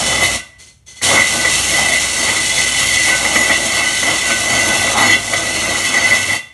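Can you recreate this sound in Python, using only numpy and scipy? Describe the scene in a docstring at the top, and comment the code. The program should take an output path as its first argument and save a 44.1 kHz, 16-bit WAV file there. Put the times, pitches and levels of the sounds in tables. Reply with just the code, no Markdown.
"""A cordless drill turns a steel core bit against a masonry wall in a small bare room, pauses, and runs again.
Random clicks of grit hiss, ring the steel barrel, whine in the shank and knock the wall in a fast beat.
Teeth catch with hard scrapes; in the pause the barrel rings out and the idle bit scrapes lightly.
Sparse echoes make the room, soft noise the room tone; one close microphone hears it all."""
import sys
import numpy as np
from scipy import signal
from scipy.fft import rfft, irfft, next_fast_len
from scipy.io import wavfile
from scipy.ndimage import uniform_filter1d, minimum_filter1d

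SR = 44100
rng = np.random.default_rng(int(sys.argv[2]) if len(sys.argv) > 2 else 0)


def unload_audio(sound):
    """Save the sound as a 16-bit wav file, at the path given as the first command line argument."""
    columns = np.transpose(np.atleast_2d(sound))
    # keep every value between -1 and 1, then stretch to whole-number steps
    steps = np.round(np.clip(columns, -1, 1) * 32767)
    wavfile.write(sys.argv[1], SR, steps.astype(np.int16))


N = 287973

# Level of the grit hiss and of the wall knock over it, with a sudden drop in level near 5.2 s:
# time_s, grit_hiss_db, wall_knock_over_hiss_db
LEVELS = [(0, -17, -5), (.35, -19.5, -8), (1.25, -18, -12.5), (1.6, -16, -12), (2.1, -18, -11.5),
          (2.6, -17, -14.5), (3.03, -17.5, -12.5), (3.1, -17.5, -10.5), (3.5, -19.5, -4),
          (3.95, -19.5, -13), (4.45, -19.5, -8), (5.0, -18.5, -4.5), (5.15, -21.5, -4), (5.21, -24.5, -6),
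          (5.35, -21, -5.5), (6.15, -20.5, -3.5), (6.25, -22, -15.5)]


def drill():
    """Grit, steel, barrel, wall and shank follow shared levels; the beat throbs in the wall and hums on its own."""
    rise_db, fall_db = trigger()
    run_db = (rise_db + fall_db).max(0)
    linger = 1  # the barrel ring dies at this many times the speed of the hiss
    ringing_db = (rise_db + linger * fall_db).max(0)
    level_db, knock_db = columns(LEVELS)
    wall_rise, barrel_rise, whine_rise = bites()
    hiss_db = level_db + run_db
    wall_db = knock_db + wall_rise
    barrel_db = -5.5 + barrel_rise  # over the hiss; the first number holds between bites
    throb, hum = beat()
    hiss = gain_of(hiss_db + 1.0 * drift(0.018))

    grit = grit_hiss(hiss, wall_db, throb)
    steel = steel_modes(hiss, wall_db, barrel_db)
    barrel = barrel_ring(level_db + ringing_db + barrel_db)
    wall = wall_knock(hiss_db + wall_db, throb)
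    whine = shank_whine(hiss_db, knock_db, whine_rise)
    caught = caught_teeth()
    running_hum = np.sqrt(2) * hum * gain_of(np.minimum(run_db, 0))
    return grit + steel + barrel + wall + whine + caught + running_hum


# The drill runs: trigger_pulled_s, teeth_stop_s
RUNS = [(-1.0, 0.36), (1.015, 6.352)]


def trigger():
    """Each run opens about 8 dB louder and settles within a quarter second; its stop is a steady fall in dB."""
    start_s, stop_db_per_s = 0.034, 349
    extra_db, settle_s = 8.5, 0.14  # louder opening; settle_s sets the width of its bell-shaped fade
    t = np.arange(N) / SR
    start, stop = np.transpose(RUNS)[:, :, None]
    rise = 20 * np.log10(np.clip((t - start) / start_s, 1e-5, 1))
    since = np.maximum(t - start - start_s, 0)
    opening = (extra_db * np.exp(-(since / settle_s) ** 2) * (t > start)).sum(0)
    return rise + opening, -stop_db_per_s * np.maximum(t - stop, 0)


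# The wobbling bit bites into the masonry, or lets go of it (negative rise):
# peak_s, fade_length_s, wall_knock_rise_db, barrel_ring_rise_db, shank_whine_rise_db
BITES = [(0.004, 0.047, 2.5, 1, -5), (0.148, 0.084, 3, 4.5, 3), (0.231, 0.058, 9, 16, 5),
         (0.264, 0.025, -4, 6, -6), (1.14, 0.12, 10.5, 5, 5), (1.198, 0.054, 4, 10, 2),
         (1.355, 0.1, 6.5, 2.5, 9), (1.462, 0.1, 4.5, 0, 14), (1.78, 0.15, 8, 6, 2),
         (1.93, 0.071, 4, 7.5, 20.5), (2.298, .2, 6.5, 3, -1), (2.605, 0.15, 5, 4.5, 3),
         (2.88, 0.2, 2, 7.5, -1.5), (3.03, 0.023, -9, -6, -12), (3.088, .11, 2.5, 7.5, 14.5),
         (3.24, 0.056, 4.5, 6, 0), (3.367, 0.15, 2, 4, 8), (3.507, 0.14, 0.5, 8, 1),
         (3.814, 0.24, 4.5, 8, 6), (4.095, 0.13, 12.5, 7, 0), (4.304, 0.18, 4, 7, 15),
         (4.534, 0.12, 8, 10, 9), (4.71, .16, 4, 4.5, 14), (4.843, 0.065, 3.5, 7, 8),
         (5.024, 0.14, 7, 14.5, 2), (5.126, 0.071, 2.5, 14.5, 10), (5.342, 0.065, 1.5, 5, 14.5),
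         (5.466, 0.073, 1, 7, -0.5), (5.564, 0.072, 1, 9, 5), (5.71, 0.13, 4.5, 7, 1),
         (5.85, 0.081, -2, 8.5, -4.5), (6.05, 0.22, 1, 12, 2.5), (6.14, 0.14, 2, 4.5, 5),
         (6.318, 0.15, 13, 10, 2)]


def bites():
    """Each bite swells a little faster than it fades, moving wall, barrel and shank by its own dB."""
    swell_share = 0.92  # length of the swell as a share of the fade
    t = np.arange(0, N / SR + .002, .002)
    peak, length, *dbs = np.transpose(BITES)[:, :, None]
    place = (t - peak) / np.where(t < peak, 2 * swell_share * length, 2 * length)
    shape = np.cos(np.pi * np.clip(place, -.5, .5)) ** 2
    rises = [(db * shape).sum(0) for db in dbs]
    return columns(np.transpose([t] + rises))


# The fast beat: time_s, beats_per_s, hum_db, octave_hum_db
BEAT = [(0, 62, -35, -40), (.4, 62, -36, -41), (1.0, 47, -44, -34), (1.17, 53, -42, -33),
        (1.3, 62, -40, -46), (1.7, 63, -36, -48), (2.3, 60, -41, -52), (3.4, 60, -38, -52),
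        (3.8, 57, -43, -54), (4.5, 53, -41, -45), (5.05, 51, -40, -32), (5.3, 53, -42, -43),
        (5.8, 56, -41, -42), (6.25, 50, -54, -39)]


def beat():
    """A slightly unsteady beat: a throb that jumps and decays each turn, and a hum of two sines."""
    per_s, hum_db, octave_db = columns(BEAT)
    turns = np.cumsum(per_s * (1 + .012 * drift(.05))) / SR
    throb = evened(1.4 + np.exp(-(turns % 1) / 0.22))
    hum = gain_of(hum_db) * np.sin(2 * np.pi * turns)
    octave = gain_of(octave_db) * np.sin(4 * np.pi * turns)
    return throb, hum + octave


# Colour of the grit: pitch_hz, relative_level_db
GRIT = [(50, -19.5), (90, -10), (150, -12.5), (440, -17.5), (700, -20), (1700, -21), (2300, -15.5),
        (3000, -15), (6000, -13), (9700, -14.5), (10600, -21.5), (12000, -30.5)]


def grit_hiss(hiss, wall_db, throb):
    """Dense coloured clicks throb gently with the beat."""
    clicks = evened(coloured(grains(9000, 2.5), GRIT))
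    grit = clicks * hiss * gain_of(2.5) * (0.6 + 0.073 * throb)
    dull = signal.sosfilt(signal.butter(2, 1800, fs=SR, output="sos"), grit)
    # the dull part of the grit swells with the knock
    return grit + dull * (gain_of(0.55 * wall_db + 3.5) - 1)


# Finer modes of barrel and shank: pitch_hz, filter_width_hz, relative_level_db
STEEL = [(2458, 12, -6), (2580, 70, -9), (2633, 26, -1), (2700, 60, -9), (2759, 14, 1), (2950, 50, -3),
         (3000, 60, -2), (3165, 70, -5), (3420, 50, -4), (3480, 18, -1), (3783, 50, -6), (3950, 40, -7),
         (4250, 90, -9), (4520, 150, -9), (5310, 90, -9), (6140, 90, -8), (6320, 150, -8), (6750, 130, -9),
         (11050, 500, -15)]


def steel_modes(hiss, wall_db, barrel_db):
    """Grit rings the finer steel modes; a harder bite wakes them more."""
    bite_db = 0.097 * wall_db + 0.56 * barrel_db
    return gain_of(14.5) * struck(STEEL, hiss * gain_of(bite_db), 5000, 2.5, 3.46, 0.55)


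# Main ring of the barrel: pitch_hz, filter_width_hz, relative_level_db
BARREL = [(1965, 30, -5), (1999, 40, 0), (2032, 44, -4), (2085, 70, -9), (2165, 80, -10), (2222, 50, -16)]


def barrel_ring(level_db):
    """Unsteady chatter of grit keeps the main barrel modes ringing."""
    chatter = gain_of(level_db + 2.5 * drift(.01))
    return gain_of(23) * struck(BARREL, chatter, 3000, 3.4, 1.8, 0.76)


# Wall and drill body: pitch_hz, filter_width_hz, relative_level_db
WALL = [(237, 58, 0), (318.6, 34.6, 2), (378, 132, -8.5), (568, 95, 1), (662, 136, 1), (794, 220, -0.5),
        (1128, 465, -3.5), (1280, 610, -17.5)]


def wall_knock(level_db, throb):
    """Grit shakes the low modes of wall and drill body in time with the beat."""
    return gain_of(12) * struck(WALL, gain_of(level_db) * throb, 1500, 2.36, 3.3, 0.91)


def shank_whine(hiss_db, knock_db, whine_rise):
    """Grit excites one narrow mode of the shank; the whine follows the knock by a share."""
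    shank_hz, filter_width_hz = 1508, 12
    whine_db = hiss_db - 23 + 0.61 * (knock_db + 8.5) + whine_rise
    return ring(gain_of(whine_db) * grains(3000, 4.3), shank_hz, filter_width_hz, 37.1)


# Teeth catching hard: time_s, relative_blow_db
SNAGS = [(1.011, -19.5), (1.443, -9.5), (2.2796, -9), (2.573, -16), (3.0834, -12), (3.246, -10.5),
         (3.3525, -4), (3.3854, -23), (3.49, -9), (3.505, -10), (4.024, -11.5), (4.299, -7.5),
         (5.0212, -11), (5.094, -10), (5.3286, -10), (5.937, -12.5), (5.9695, -11), (6.0066, -20),
         (6.287, -18), (6.3219, -30)]


def snags():
    """Short bursts of noise where a tooth catches, each peaking after about 6 ms."""
    blows = np.zeros(N)
    s, db = np.transpose(SNAGS)
    blows[np.round(s * SR).astype(int)] = gain_of(db)
    t = np.arange(SR // 20) / SR
    burst = t / 0.0056 * np.exp(1 - t / 0.0058)
    scrape = signal.oaconvolve(blows, burst)[:N]
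    return scrape * rng.standard_normal(N)


def caught_teeth():
    """A catching tooth rings the barrel, the wall and the finer steel modes."""
    catch = snags()
    barrel = sum(ring(catch, *mode) for mode in BARREL)
    others = sum(ring(catch, *mode) for mode in [*WALL, *STEEL])
    return gain_of(27.5) * barrel + gain_of(6.5) * others


# Modes of the barrel ringing free of the masonry: pitch_hz, time_to_fall_60_db_s
FREE = [(1518, .5), (1975, 1.2), (2460, .35), (2730, .7), (3483, .35)]
# The teeth come to rest: time_s, bit_touches_masonry_again_s, then one level_db for each free mode
LIFTS = [(.4, .58, -46, -40, -48, -48, -44), (6.41, 6.6, -50, -58, -55, -42, -37)]


def lifts():
    """When the teeth stop, the barrel rings out in thin fading sines, until touching the wall damps it."""
    touch_db_per_s = 300  # extra damping once it touches
    out = np.zeros(N)
    for s, touch, *dbs in LIFTS:
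        t = np.maximum(np.arange(N) / SR - s, 0)
        onset = np.clip(t / 0.013, 0, 1)
        damping_db = touch_db_per_s * np.maximum(t + s - touch, 0)
        for (hz, t60), db in zip(FREE, dbs):
            level = gain_of(db - 60 * t / t60 - damping_db)
            out += level * onset * np.sin(2 * np.pi * hz * t)
    return out


# The idle bit is shifted in the cut: start_s, length_s, scrape_db, ring_drive_over_scrape_db
NUDGES = [(0.581, 0.042, -39.5, -1.5), (0.657, 0.018, -46, -2), (0.858, 0.073, -41.5, 2),
          (0.951, 0.023, -40, 2)]
# Modes that a light scrape wakes: pitch_hz, filter_width_hz, relative_level_db
IDLE = [(1518, 20, -13), (2040, 45, 0), (3030, 60, -8), (3400, 180, -9), (4310, 90, -4), (4770, 60, -9),
        (6150, 300, -9), (6670, 45, -5)]


def nudges():
    """Light grit scrapes that start quickly, hold, and fade as the bit settles, ringing the steel."""
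    t, level, rung = np.arange(N) / SR, np.zeros(N), np.zeros(N)
    for s, length, db, ring_db in NUDGES:
        onset = np.clip((t - s) / 0.023, 0, 1)
        fade_db = 193 * np.clip(t - s - length, 0, 1)
        stroke = onset * gain_of(db - fade_db)
        level += stroke
        rung += gain_of(ring_db) * stroke
    scrape = level * evened(coloured(grains(6000, 2.3), GRIT))
    return scrape + gain_of(19) * struck(IDLE, rung, 4000, 3, 3, .5)


def struck(modes, level, per_s, spread_db, wander_db, shared):
    """Each mode is fed by common grit and by grit at its own spot on the rim, which comes and goes."""
    common, out = grains(per_s, spread_db), np.zeros(N)
    for mode in modes:
        own = grains(per_s, spread_db) * gain_of(wander_db * drift(0.083))
        out += ring(level * (shared * common + own), *mode)
    return out


def ring(x, hz, width, db):
    """One mode with steep flanks: a two-pole resonance applied twice, peak gain db."""
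    r = np.exp(-np.pi * width / SR)
    w = 2 * np.pi * hz / SR
    stage = [(1 - r * r) / 2, 0, -(1 - r * r) / 2, 1, -2 * r * np.cos(w), r * r]
    return gain_of(db) * signal.sosfilt([stage, stage], x)


def grains(per_s, spread_db):
    """Random clicks of either sign, scaled to rms 1; a few are large."""
    draw = rng.random((3, N))
    size = gain_of(spread_db * np.minimum(-np.log(draw[0] + 1e-9), 5))
    sign = np.sign(draw[1] - .5)
    present = draw[2] < per_s / SR
    return evened(size * sign * present)


def drift(seconds):
    """Slow random wander of rms 1: noise averaged twice over the given time."""
    size = max(round(seconds * SR), 2)
    smooth = uniform_filter1d(rng.standard_normal(N), size)
    return evened(uniform_filter1d(smooth, size))


def coloured(x, points):
    """Shapes x by a gain curve in dB over pitch."""
    size = next_fast_len(N + SR // 4)
    hz = np.fft.rfftfreq(size, 1 / SR)
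    return irfft(rfft(x, size) * gain_of(read(points, hz)), size)[:N]


def read(points, hz):
    """Reads a curve over pitch on a log-frequency axis."""
    f, value = np.transpose(points)
    return np.interp(np.log(hz + 1), np.log(f + 1), value)


def columns(table):
    """Every column after the time column, joined by straight lines, one value a sample."""
    s, *rest = np.transpose(table)
    return [np.interp(np.arange(N) / SR, s, c) for c in rest]


def gain_of(db):
    """Decibels to a factor."""
    return 10 ** (np.asarray(db) / 20)


def evened(x):
    """Scales to rms 1."""
    return x / np.sqrt(np.mean(x ** 2) + 1e-20)


# How long the room echoes last: pitch_hz, time_to_fall_60_db_s
ROOM_T60 = [(100, 0.4), (1000, 0.56), (8000, 0.42)]


def room(x):
    """Sparse echoes of random sign, each frequency band dying at its own speed."""
    at = np.arange(200, SR // 2, 20)
    taps = np.zeros(SR // 2 + 20)
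    taps[at + rng.integers(0, 20, len(at))] = rng.choice([-1., 1.], len(at))
    hz, t, bands = signal.stft(taps, SR, nperseg=256)
    fade = gain_of(-60 * t / read(ROOM_T60, hz)[:, None])
    tail = signal.istft(bands * fade, SR, nperseg=256)[1]
    return signal.fftconvolve(x, tail / np.linalg.norm(tail))[:N]


# Colour of the room tone: pitch_hz, relative_level_db
QUIET = [(40, -6), (65, 0), (130, -3), (275, -24), (1000, -34), (6000, -36), (12000, -42)]


def room_tone():
    """Steady soft noise, strongest in the bass."""
    return gain_of(-51) * evened(coloured(rng.standard_normal(N), QUIET))


def scene():
    """The drill, its room and the room tone, alike in both channels."""
    tool = drill() + nudges() + lifts()
    tone = room_tone()
    return np.tile(tool + gain_of(-13.5) * room(tool) + tone, (2, 1))


def record(dry):
    """Low cut, a narrow hollow in the microphone response, a quick limiter on the peaks, then a treble cut."""
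    low_cut_hz, treble_cut_hz = 50, 12080
    hollow_hz, half_width_hz, hollow_db = 4920, 165, -15
    f = np.linspace(0, SR / 2, 513)
    response_db = hollow_db * np.exp(-((f - hollow_hz) / half_width_hz) ** 2)
    hollow = signal.firwin2(1023, f, gain_of(response_db), fs=SR)
    low_cut = signal.butter(6, low_cut_hz, "high", fs=SR, output="sos")
    heard = signal.oaconvolve(signal.sosfilt(low_cut, dry), hollow[None], "same")
    # lowest gain needed within 10 ms (441 samples), then smoothed
    peak_gain = minimum_filter1d(.99 / np.maximum(abs(heard), .99), size=441)
    held = heard * uniform_filter1d(peak_gain, size=441)
    treble_cut = signal.firwin(767, treble_cut_hz, window=("kaiser", 9), fs=SR)
    return signal.oaconvolve(held, treble_cut[None], "same")


dry = scene()
out = record(dry)
unload_audio(out)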